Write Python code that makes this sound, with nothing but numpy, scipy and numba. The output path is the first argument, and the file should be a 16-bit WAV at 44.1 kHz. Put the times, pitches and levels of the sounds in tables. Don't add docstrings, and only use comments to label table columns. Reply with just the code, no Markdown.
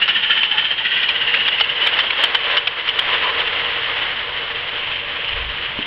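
import sys
import numpy as np
from scipy import signal
from scipy.fft import rfft, irfft, next_fast_len
from scipy.io import wavfile
from scipy.ndimage import uniform_filter1d
from numba import njit

SR = 44100
rng = np.random.default_rng(int(sys.argv[2]) if len(sys.argv) > 2 else 0)


def inscribe(sig):
    pcm = np.round(np.clip(np.atleast_2d(sig).T, -1, 1) * 32767)
    wavfile.write(sys.argv[1], SR, pcm.astype(np.int16))


N = 258789
T = np.arange(N) / SR

# frequency in Hz, relative level in dB.
STEAM_SPECTRUM = [(60, -41), (200, -15.5), (480, -31.5), (700, -34), (880, -17), (1100, -37), (1400, -16.5),
                  (1800, -9), (2300, -11), (2750, -3.5), (3200, -6), (3600, -11), (4200, -23.5),
                  (5200, -36.5)]


def undb(db):
    return 10 ** (np.asarray(db) / 20)


def unit(x):
    return x / np.sqrt(np.mean(x ** 2))


def curves(table):
    times, *columns = np.transpose(table)
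    return [np.interp(T, times, column) for column in columns]


def noise():
    return rng.standard_normal(N)


def wander(rate):
    step = int(SR / rate)
    held = np.repeat(rng.standard_normal(N)[:N // step + 1], step)
    return unit(uniform_filter1d(held, step)[:N])


def colour(x, spectrum):
    hz, db = np.transpose(spectrum)
    size = next_fast_len(len(x), real=True)
    freqs = np.maximum(np.arange(size // 2 + 1) * SR / size, 1)
    gain = undb(np.interp(np.log(freqs), np.log(hz), db))
    return irfft(rfft(x, size) * unit(gain), size)[:len(x)]


@njit
def moving_bandpass(x, hz, width):
    out, band_state, low_state = np.empty(len(x)), 0., 0.
    for i in range(len(x)):
        tuning, damping = np.tan(np.pi * hz[i] / SR), width / hz[i]
        band = (band_state + tuning * (x[i] - low_state)) / (1 + tuning * (tuning + damping))
        band_state = 2 * band - band_state
        low_state += 2 * tuning * band
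        out[i] = damping * band
    return out


def resonate(x, hz, *widths_hz):
    for width in widths_hz:
        x = moving_bandpass(x, hz * np.ones(N), float(width))
    return x


def gritty(rate, spread_db, grit_db):
    sizes = undb(spread_db * np.minimum(rng.exponential(size=N), 4))
    ticks = (rng.random(N) < rate / SR) * sizes * np.sign(noise())
    return unit(noise() + undb(grit_db) * unit(ticks))


def struck(age, modes):
    return sum(undb(db) * np.exp(-np.log(1000) * age / fade_s) * np.sin(2 * np.pi * hz * age)
               for hz, fade_s, db in modes)


def breeze():
    # time in seconds, relative level in dB.
    wind_levels = [(0, -51), (.7, -53), (1.5, -49.5), (2.8, -50.5), (3.1, -45.5), (4.2, -46.5),
                   (5.87, -44.5)]
    gust_levels = [(5.24, -62), (5.32, -33), (5.41, -31.5), (5.48, -37), (5.62, -53)]
    # frequency in Hz, relative level in dB.
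    wind_spectrum = [(15, -4), (40, -6), (55, -2), (70, -3), (105, -4), (125, -2), (160, -8), (330, -13),
                     (700, -40)]
    gust_spectrum = [(12, -8), (30, -1), (60, 0), (100, -9), (160, -24), (400, -60)]
    (wind_db,), (gust_db,) = curves(wind_levels), curves(gust_levels)
    gust = colour(noise(), gust_spectrum) * undb(gust_db)
    return colour(noise(), wind_spectrum) * undb(wind_db + 2.5) + gust


def knock(start_s=5.789, level_db=-21, rise_s=.00077):
    # pitch in Hz, seconds to fade by 60 dB, relative level in dB.
    tones = [(245, .05, 0), (295, .11, -5), (400, .05, -5), (520, .04, -8)]
    age = np.maximum(T - start_s, 0)
    return undb(level_db) * struck(age, tones) * np.minimum(age / rise_s, 1)


def wheel_rubs():
    # middle in seconds, half length in seconds, pitch in Hz, width in Hz, level in dB.
    rubs = [(0.565, 0.053, 858, 59.7, -32), (0.809, 0.02, 880, 49.6, -33), (3.115, 0.039, 1036, 130, -25.5),
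            (3.267, 0.035, 1020, 130, -22.5)]
    out = np.zeros(N)
    for middle, half, hz, width, db in rubs:
        tone = unit(resonate(noise(), hz, width, 4 * width))
        out += undb(db) * tone * np.exp(-((T - middle) / half) ** 2)
    return out


def wagons():
    # time in seconds, relative levels of the wheels and of the deck in dB.
    roll_levels = [(0, -34, -49.5), (.76, -37, -49), (1.3, -32, -41), (2.1, -32.5, -42), (2.45, -29.5, -36),
                   (2.68, -34.5, -38.5), (3.15, -27, -32.5), (3.75, -29, -34), (4.2, -32, -40),
                   (5.15, -34.5, -38), (5.87, -33, -44.5)]
    # time in seconds, boost to the wheel noise in dB.
    axles = [(1.86, 4), (1.998, 6), (2.219, 5), (2.54, 7)]
    # frequency in Hz, relative level in dB.
    wheel_spectrum = [(80, -43), (200, -27), (380, -13), (500, -10), (700, -11), (1020, -7), (1400, -6.5),
                      (1800, -2), (2100, -1.5), (2450, -6), (3000, 1.5), (3300, -3.5), (4200, -19.5),
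                      (5200, -34.5)]
    # pitch in Hz, width in Hz, relative level in dB.
    deck_tones = [(468, 26, 1), (584, 13, -2.5), (1022, 90, 0)]
    half_swell_s, deck_share = .058, .8
    wheel_db, deck_db = curves(roll_levels)
    swell_db = sum(db * np.exp(-((T - at) / half_swell_s) ** 2) for at, db in axles)
    grind = colour(gritty(rate=600, spread_db=5, grit_db=-12), wheel_spectrum)
    drone = unit(sum(undb(db) * unit(resonate(noise(), hz, width, 5 * width))
                     for hz, width, db in deck_tones))
    grind *= undb(wheel_db + swell_db + 8 + 1.5 * wander(55))
    drone *= undb(deck_db + deck_share * swell_db + 2.1 * wander(12))
    return grind + drone


def wheel_drop(crack_db, count=6, bounce_s=.008):
    # pitch in Hz, seconds to fade by 60 dB, relative level in dB.
    wheel_tones = [(1302, 0.011, -9.5), (1540, 0.012, -9.5), (1930, 0.015, -7.5), (2350, 0.013, -3.5),
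                   (2876, 0.042, 1), (3051, 0.071, 13.5), (3530, 0.014, 9), (3970, 0.049, -13),
                   (4530, 0.19, -19.5), (4770, 0.18, -29.5)]
    # frequency in Hz, relative level in dB.
    crack_spectrum = [(80, -54.5), (250, -35.5), (500, -18), (1200, -1), (2300, 4.5), (3300, 10),
                      (4000, -12.5), (5300, -37)]
    age = np.arange(SR // 10) / SR
    detune = rng.normal(1, .016)
    gaps, directions = rng.uniform(.3, 1, count), np.sign(rng.uniform(-.91, 1, count))
    ring = struck(age * detune, wheel_tones)
    crack = colour(rng.standard_normal(len(age)) * age * np.exp(-age / .00088), crack_spectrum)
    hit = unit(ring) + undb(crack_db + 5.5) * unit(crack)
    touches = np.zeros(len(age))
    touch_s = bounce_s * (np.cumsum(gaps) - gaps[0]) / gaps.sum()
    touches[(touch_s * SR).astype(int)] = directions * np.sqrt(1 - np.arange(count) / count)
    clack = signal.fftconvolve(hit, touches)[:len(age)]
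    return clack / abs(clack).max()


def rail_joints(other_wheel_db=-5.5):
    # time in seconds, relative peak in dB, relative strength of the crack in dB,
    # delay of the other wheel in seconds (negative if it hits first).
    axle_hits = [(.02, -14, -2, -0.0078), (0.088, -4, -4.5, -0.0091), (0.431, -5.5, -0.5, .01),
                 (.58, -14, 12.5, 0.00074), (1.031, -6, 2, .004), (1.09, -4.5, 3, -0.0044),
                 (1.342, -3, 1, .003), (1.484, -2.5, 4.5, -0.0059), (1.608, -1, -9, -0.0081),
                 (1.871, -1, 3, -0.0075), (1.989, -2, -6.5, 0.011), (2.103, -6, 16, .003),
                 (2.238, 0, -6.5, -0.0014), (2.347, -1.5, 0, .003), (2.569, -3.5, -5.5, 0.01),
                 (2.672, -3.5, 1, 0.0058), (2.889, -5, -2, -.012), (2.992, -2, 4, -0.0036),
                 (3.474, -10.5, 1, -0.0019), (3.961, -17, -1, .004), (5.286, -14, -2, 0.021)]
    out = np.zeros(N + SR)
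    for time, db, crack_db, delay in axle_hits:
        for at, peak_db in (time, db), (time + delay, db + other_wheel_db):
            clack, start = wheel_drop(crack_db), max(int(at * SR), 0)
            out[start:start + len(clack)] += undb(peak_db) * clack
    return signal.sosfilt(signal.butter(2, 450, "high", fs=SR, output="sos"), out[:N])


def puff_count():
    # time in seconds, puffs per second.
    speeds = [(0, 13.85), (.8, 15.03), (1.0, 16.54), (1.85, 16.53), (3.7, 20.3), (4.2, 25), (5.8, 24)]
    (rate,) = curves(speeds)
    return np.cumsum(rate) / SR


def far_engine():
    # time in seconds, relative level in dB.
    levels = [(1.8, -34), (2.3, -28.5), (2.52, -24.5), (2.75, -41), (3.1, -22.5), (3.55, -26), (4.45, -30),
              (4.95, -22), (5.15, -28.5), (5.3, -22), (5.45, -28.5), (5.87, -21.5)]
    (db,) = curves(levels)
    phase = 2 * np.pi * puff_count()
    flutter_db = 3.4 * np.cos(phase) + 1.3 * np.cos(phase / 2) + 1.3 * wander(45) + 2.8 * wander(8)
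    jet = colour(gritty(rate=380, spread_db=2, grit_db=2), STEAM_SPECTRUM)
    ring = unit(resonate(jet, 3090 * (1 + .016 * wander(16)), 110))
    hiss = unit(resonate(jet, 2560, 800))
    return unit(hiss + undb(-10.5) * ring) * unit(undb(flutter_db)) * undb(db - 4.5)


def deck_echo(x, delay_s, strength=.36):
    return x + strength * np.interp(T - delay_s, T, x)


def puff(start, rise_s=.018, hold_s=.0084, tail_s=.024):
    age = T - start
    return np.clip(age / rise_s + .5, 0, 1) * np.exp(-np.clip((age - hold_s) / tail_s, 0, 20))


def near_engine(first_puff_s=.0137):
    # time in seconds, then relative levels in dB of hiss, chimney and leak.
    levels = [(0, -15, -20.5, -27), (.34, -15, -18, -22), (.48, -15.5, -28.5, -27), (.6, -16, -20.5, -25.5),
              (.76, -17.5, -25.5, -31), (1.0, -23, -17.5, -18), (1.12, -21, -28.5, -28),
              (1.3, -15.5, -17.5, -25), (1.55, -21, -30, -26.5), (1.85, -19, -28, -38),
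              (2.25, -27, -36.5, -42)]
    # time in seconds, chimney and hiss pitches in Hz, echo delay in seconds.
    passing = [(0, 1810, 2770, 0.0017), (.12, 1763, 3050, 0.0021), (.5, 1780, 3046, 0.0023),
               (.95, 1968, 3105, .0021), (1.4, 2007, 2920, 0.0022), (1.65, 2030, 2866, 0.0019),
               (2.0, 2120, 3176, 0.0021)]
    # delay in seconds, hiss and chimney boosts in dB.
    wheel_turn = [(0.0027, 2.5, 5), (.003, 0, 1.5), (-.004, 1, 2), (0.0024, -0.5, 2)]
    # multiple of its main pitch, width in Hz, relative level in dB.
    chimney_tones = [(1, 240, 0), (.8, 170, -1), (1.27, 450, -5)]
    hiss_db, chimney_db, leak_db = curves(levels)
    chimney_hz, hiss_hz, echo_s = curves(passing)
    hiss_puffs, chimney_puffs, count = np.zeros(N), np.zeros(N), puff_count()
    end_s = levels[-1][0]
    for k in range(int(np.interp(end_s, T, count))):
        delay, hiss_boost, chimney_boost = wheel_turn[k % len(wheel_turn)]
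        pressure = puff(first_puff_s + np.interp(k, count, T) + delay)
        hiss_puffs += pressure * undb(hiss_boost)
        chimney_puffs += pressure * undb(chimney_boost)
    jet = colour(gritty(rate=600, spread_db=2, grit_db=-7), STEAM_SPECTRUM)
    ring = unit(resonate(jet, hiss_hz, 260, 1000))
    hiss = unit(deck_echo(ring + jet, echo_s))
    spit = colour(gritty(rate=300, spread_db=1, grit_db=-4), STEAM_SPECTRUM)
    chimney = sum(undb(db) * resonate(spit, multiple * chimney_hz, width, 2 * width)
                  for multiple, width, db in chimney_tones)
    chimney = unit(deck_echo(chimney, echo_s))
    hiss *= np.hypot(hiss_puffs * undb(hiss_db), undb(leak_db))
    chimney *= np.hypot(chimney_puffs * undb(chimney_db), undb(leak_db - 13))
    return hiss + chimney


def scene():
    train = near_engine() + far_engine() + wagons() + wheel_rubs() + rail_joints()
    return (train + breeze() + knock())[None]


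def record(dry):
    treble_hz, final_cut_hz, power_limit, ceiling = 5450, 15870, .23, .72
    narrow = signal.sosfilt(signal.ellip(10, .3, 90, treble_hz, fs=SR, output="sos"), dry)
    power = uniform_filter1d(uniform_filter1d(narrow ** 2, size=48), size=48)
    limited = narrow / (1 + (power / power_limit) ** 2) ** .25
    flattened = np.clip(limited, -ceiling, ceiling)
    return signal.sosfilt(signal.ellip(8, .2, 70, final_cut_hz, fs=SR, output="sos"), flattened)


dry = scene()
out = record(dry)
inscribe(out)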